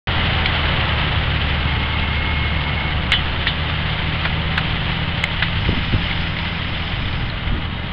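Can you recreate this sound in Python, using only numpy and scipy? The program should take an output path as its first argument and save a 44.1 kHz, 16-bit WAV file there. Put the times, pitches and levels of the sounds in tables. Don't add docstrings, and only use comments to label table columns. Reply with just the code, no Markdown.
import sys
import numpy as np
from scipy import signal
from scipy.fft import rfft, irfft, next_fast_len
from scipy.io import wavfile

SR = 44100
rng = np.random.default_rng(int(sys.argv[2]) if len(sys.argv) > 2 else 0)


def to_wav(sig):
    pcm = np.clip(np.atleast_2d(sig), -1, 1) * 32767
    pcm = np.round(pcm).astype(np.int16)
    wavfile.write(sys.argv[1], SR, pcm.T)


N = 349272
TIME = np.arange(N) / SR


def from_db(db):
    return 10 ** (np.asarray(db) / 20)


def rms_one(x):
    return x / np.sqrt(np.mean(x ** 2) + 1e-20)


def in_time(rows):
    times, *columns = np.transpose(rows)
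    return [np.interp(TIME, times, column) for column in columns]


def running(start_s, end_s, fade_s):
    return np.clip(np.minimum(TIME - start_s, end_s - TIME) / fade_s, 0, 1)


def decay(age, t60):
    return np.exp(-np.log(1000) * age / t60)


def noise():
    return rng.standard_normal(N)


def drift(rate_hz):
    hop, settle = 40, 2000
    r = np.exp(-2 * np.pi * rate_hz * hop / SR)
    slow = signal.lfilter([1], [1, -2 * r, r * r], rng.standard_normal(N // hop + settle + 2))[settle:]
    return np.interp(np.arange(N) / hop, np.arange(len(slow)), rms_one(slow))


def butter(x, hz, kind, order=2):
    return signal.sosfilt(signal.butter(order, hz, kind, fs=SR, output="sos"), x + 1e-18)


def coloured(x, spectrum):
    size = next_fast_len(N)
    hz, db = np.transpose(spectrum)
    bin_hz = np.maximum(np.arange(size // 2 + 1) * SR / size, 1)
    gain = from_db(np.interp(np.log(bin_hz), np.log(hz), db))
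    return rms_one(irfft(rfft(x, size) * gain, size)[:N])


def resonate(x, hz, width_hz):
    r = np.exp(-np.pi * width_hz / SR)
    feedback = [1, -2 * r * np.cos(2 * np.pi * hz / SR), r * r]
    return signal.lfilter(np.array([1, 0, -1]) * (1 - r * r) / 2, feedback, x + 1e-18)


def tone(turns, waver_db, wander_rad):
    amplitude = np.sqrt(2) * from_db(waver_db * drift(4))
    return amplitude * np.sin(2 * np.pi * (turns + rng.random()) + wander_rad * drift(4.9))


# (time [s], firing rate [Hz])
ENGINE_SPEED = [(0, 82.5), (.4, 78.2), (.8, 75.6), (1.4, 74.3), (2, 74.2), (2.7, 74.8), (3.4, 77.4),
                (4.3, 78.3), (5, 80.9), (6.9, 84.1), (7.92, 82.1)]
# (time [s], level [dB])
EXHAUST_OCTAVE = [(.1, -35.5), (1.1, -30.5), (2.2, -39.5), (2.8, -27), (3.2, -35), (3.8, -24.8), (5, -23.5),
                  (5.6, -30), (6.3, -26.5), (7.9, -36)]
def exhaust(firings, governed_hz=82, bark_db_per_hz=.42):
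    sag_hz = governed_hz - in_time(ENGINE_SPEED)[0]
    bark = from_db(-25.2 + bark_db_per_hz * sag_hz) * tone(firings, waver_db=.5, wander_rad=.04)
    octave = from_db(in_time(EXHAUST_OCTAVE)[0]) * tone(2 * firings, waver_db=.8, wander_rad=.07)
    return bark + octave


# (frequency [x firing rate], level [dB])
DRIVELINE_ORDERS = [(.53, -34), (1.49, -35), (2.35, -38), (3.86, -46), (7.15, -46), (9.65, -44),
                    (11.4, -45), (15.1, -46), (17.1, -46), (21.4, -46), (36.2, -43), (39.3, -44),
                    (45.3, -48)]
def driveline(firings):
    return sum(from_db(db) * tone(order * firings, waver_db=3, wander_rad=.25 * np.sqrt(order))
               for order, db in DRIVELINE_ORDERS)


def gear_whine(firings, start_s=1.43, end_s=3.08, swell_db_per_s=3):
    fast_mesh = tone(29 * firings, waver_db=1.5, wander_rad=1.3)
    fast_mesh *= 1 + .6 * drift(50)
    slow_mesh = from_db(-12) * tone(12 * firings, waver_db=-3.5, wander_rad=.39)
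    swell_db = -33.5 + swell_db_per_s * (TIME - start_s)
    singing = from_db(swell_db) * running(start_s, end_s, fade_s=.35)
    return (from_db(-51.5) + singing) * (fast_mesh + slow_mesh)


# (frequency [Hz], relative level [dB])
RUMBLE_SPECTRUM = [(30, -3), (60, -3), (110, 9), (165, 2.5), (220, -2.5), (300, -8.5), (420, -16.5),
                   (700, -55.5)]
def rumble():
    return from_db(-24.2) * coloured(noise(), RUMBLE_SPECTRUM)


# (frequency [Hz], width [Hz], gain [dB])
HOPPER_MODES = [(480, 20, -24), (760, 33, -10.5), (900, 170, -5.5), (1290, 35, -23.5), (2033, 150, -5.5),
                (2940, 22, -15)]
# (frequency [Hz], relative level [dB])
ROAR_SPECTRUM = [(180, -29), (300, -5.5), (400, -4.5), (520, -3.5), (700, -4), (1020, -4.5), (1200, -2),
                 (2090, -1), (2330, -2), (2650, -1.5), (3000, 1.5), (3550, -3.5), (4000, -10.5),
                 (4900, -21), (5500, -34.5), (6200, -55)]
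# (time [s], low roar level [dB], bright rasp level [dB])
BEATER_LEVELS = [(.1, -26.5, -23.5), (.65, -24.6, -23), (1.4, -27, -24), (2.3, -28, -25),
                 (2.95, -27, -25.5), (3.4, -27.5, -24), (4.4, -26.5, -23.5), (5.6, -27.5, -22.5),
                 (6.4, -28, -22.5), (7.1, -28, -25), (7.9, -28.7, -28.5)]
def spreader(firings, clods_per_s=700, size_spread_db=2.5, grit_share=.44, knock_depth=.089):
    sizes = from_db(size_spread_db * np.minimum(rng.exponential(1, N), np.pi))
    signs = rng.choice([-1, 1], N)
    clods = rms_one(sizes * signs * (rng.random(N) < clods_per_s / SR))
    rush = noise() * (1 + knock_depth * np.cos(2 * np.pi * firings))
    drive = rush + grit_share * clods
    hopper = sum(from_db(db + 1.2 * drift(2.2)) * resonate(drive, hz, width_hz)
                 for hz, width_hz, db in HOPPER_MODES)
    roar = coloured(drive + hopper, ROAR_SPECTRUM)
    low_db, rasp_db = in_time(BEATER_LEVELS)
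    low = from_db(low_db + .3 * drift(25)) * rms_one(butter(roar, 1582, "low", order=3))
    rasp = from_db(rasp_db + 1.3 * drift(32)) * rms_one(butter(roar, 1593, "high", order=3))
    return low + rasp


# (frequency [Hz], relative level [dB])
WIND_SPECTRUM = [(10, 1), (22, -1), (42, 1), (65, -2.5), (120, -12.5), (300, -16.5), (600, -63)]
# (time [s], level [dB], half-width [s])
WIND_GUSTS = [(.3, -34, .15), (.85, -36, 0.096), (3.15, -29.5, 0.18), (4.7, -24.5, 0.051),
              (5.65, -23, 0.12), (5.97, -27, 0.18), (6.7, -27.5, 0.093), (7.13, -24.5, .12),
              (7.57, -25.5, 0.074)]
def wind(breeze_db=-31):
    gust_power = sum(from_db(db) ** 2 * np.exp(-.5 * ((TIME - peak_s) / width_s) ** 2)
                     for peak_s, db, width_s in WIND_GUSTS)
    return np.sqrt(from_db(breeze_db) ** 2 + gust_power) * coloured(noise(), WIND_SPECTRUM)


# (frequency [Hz], relative level [dB], t60 [s])
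STEEL_MODES = [(1733, 1, .08), (1890, 3, .09), (2546, -9, .12), (2790, -1, .1), (2988, 0, .19),
               (3215, -3, .16), (3448, -1, .14), (3668, -3, .14), (3919, -2, .08), (4172, -7, .09),
               (4463, -6, .11), (4743, -4, .1)]
# (time [s], clack level [dB], clack pitch [Hz],
# scatter level [dB], scatter centre [Hz], ring level [dB], ring centre [Hz])
STONE_STRIKES = [(0.458, -4, 2270, -9.5, 3300, -23, 3800), (3.1191, 0, 2150, -7.5, 1850, -7, 2900),
                 (3.136, -2, 1990, -10.5, 1700, -15.5, 3400), (3.4694, -2.5, 1900, -13.5, 2000, -12, 4000),
                 (4.2515, -13.5, 1890, -13.5, 1300, -40, 2000), (4.576, -9, 1670, -10.5, 1380, -25, 1700),
                 (5.2393, -1.5, 2110, -30.5, 2600, -44, 3000), (5.4237, -6.5, 1708, -8, 1800, -24.5, 4250),
                 (6.041, -15, 3100, -37, 2900, -29, 3000), (6.1115, -10.5, 2150, -29, 2400, -45, 3000),
                 (6.3663, -14, 2000, -25, 2400, -43, 3000), (6.3867, -13.5, 2290, -22, 2400, -47, 3000),
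                 (7.128, -17, 3100, -22.5, 3700, -44, 4200), (7.2991, -18.5, 4140, -27, 3900, -44, 4170),
                 (7.475, -16, 2100, -28, 2400, -43, 3000)]
def stones(fragments_per_s=5000, scatter_cycles=122, ring_rise_s=.009, ring_span_hz=1300):
    out, age = np.zeros(N), TIME[:SR // 2]
    for start_s, clack_db, clack_hz, scatter_db, scatter_hz, ring_db, ring_hz in STONE_STRIKES:
        crack = rms_one(resonate(rng.standard_normal(len(age)), hz=3100, width_hz=2100))
        clack = (.93 * np.sin(2 * np.pi * clack_hz * age) + .33 * crack) * decay(age, t60=.019)
        fragments = rng.choice([-1, 1], len(age)) * (rng.random(len(age)) < fragments_per_s / SR)
        scatter = rms_one(butter(resonate(fragments, scatter_hz, width_hz=1400), 610, "high"))
        scatter *= decay(age, t60=scatter_cycles / scatter_hz)
        scatter *= 1 - np.exp(-age / .0013)
        ring = np.zeros(len(age))
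        for hz, db, t60 in STEEL_MODES:
            weight = from_db(db) / (1 + ((hz - ring_hz) / ring_span_hz) ** 2)
            ring += weight * np.sin(2 * np.pi * (hz * age + rng.random())) * decay(age, t60)
        ring *= 1 - np.exp(-age / ring_rise_s)
        hit = from_db(clack_db) * clack + from_db(scatter_db) * scatter + from_db(ring_db) * ring
        at = round(start_s * SR)
        out[at:at + len(age)] += hit[:N - at]
    return butter(out, 4135, "low", order=10)


# (frequency [Hz], relative level [dB])
ZOOM_SPECTRUM = [(3000, -25.5), (4200, -2.5), (4650, -7), (4950, -0.5), (5150, -2.5), (5480, -21),
                 (5800, -17.5), (6100, -27.5), (6400, -55.5)]
def zoom_motor():
    hiss = from_db(-49 + 2.3 * drift(25)) * coloured(noise(), ZOOM_SPECTRUM)
    return running(start_s=5.58, end_s=7.31, fade_s=.044) * hiss


# (time [s], level [dB], half-width [s], thump pitch [Hz])
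WIND_BUFFETS = [(5.61, -20, .035, 75), (5.693, -11, .005, 210), (5.697, -15, .014, 95),
                (5.73, -17, .007, 230), (5.781, -17, .013, 140), (5.939, -11, .008, 140),
                (5.944, -14, .014, 65), (5.987, -16, .022, 80), (7.55, -20.5, .035, 140)]
def buffets(eddy_cutoff_ratio=1.86):
    out = np.zeros(N)
    eddies = butter(noise(), 30, "high")
    for peak_s, db, width_s, thump_hz in WIND_BUFFETS:
        swell = np.exp(-.5 * ((TIME - peak_s) / width_s) ** 2)
        puff = swell * butter(eddies, eddy_cutoff_ratio * thump_hz, "low", order=4)
        puff *= np.sqrt(np.sum(swell ** 2) / np.sum(puff ** 2))
        angle = 2 * np.pi * thump_hz * (TIME - peak_s)
        thump = angle * np.exp(-.5 * angle ** 2)
        out += from_db(db) * (.62 * puff + 1.8 * thump)
    return out


# (frequency [Hz], level [dB])
PINGS = [(2100, -23), (2400, -23), (3100, -22), (3500, -24)]
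def pebbles(start_s=5.9, end_s=7.3, pebbles_per_s=22, contact_s=.0008):
    out, age = np.zeros(N), TIME[:SR // 10]
    flying = (TIME > start_s) & (TIME < end_s)
    envelope = (1 - np.exp(-age / contact_s)) * decay(age, t60=.036)
    for hz, db in PINGS:
        strikes = flying * (rng.random(N) < pebbles_per_s / len(PINGS) / SR)
        ping = envelope * np.sin(2 * np.pi * hz * age)
        out += signal.fftconvolve(from_db(db) * strikes, ping)[:N]
    return out


def scene():
    start_m, away_m_per_s = 24.5, 2.58
    nearness = start_m / (start_m + away_m_per_s * TIME)
    firings = np.cumsum(in_time(ENGINE_SPEED)[0]) / SR
    roar = spreader(firings)
    tractor = exhaust(firings) + driveline(firings) + gear_whine(firings) + rumble()
    rig = nearness * (tractor + roar)
    return (rig + stones() + wind() + buffets() + zoom_motor() + pebbles())[None]


def limiter(x, threshold_db, release_db_per_s, attack_s):
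    over_db = np.maximum(20 * np.log10(np.abs(x) + 1e-9) - threshold_db, 0)
    release_db = release_db_per_s * TIME
    held_db = np.maximum.accumulate(over_db + release_db, axis=-1) - release_db
    r = np.exp(-1 / (attack_s * SR))
    return x * from_db(-signal.lfilter([1 - r], [1, -r], held_db))


def record(dry):
    switch_on_s, mic_top_hz, cutoff_hz = .072, 5950, 16600
    live = dry * (TIME >= switch_on_s)
    dull = signal.sosfilt(signal.cheby1(10, .3, mic_top_hz, fs=SR, output="sos"), live)
    limited = limiter(dull, threshold_db=-1.5, release_db_per_s=30, attack_s=.004)
    clipped = butter(np.clip(limited, -.74, .74), 10000, "low", order=1)
    return signal.sosfilt(signal.cheby2(12, 70, cutoff_hz, fs=SR, output="sos"), clipped)


dry = scene()
out = record(dry)
to_wav(out)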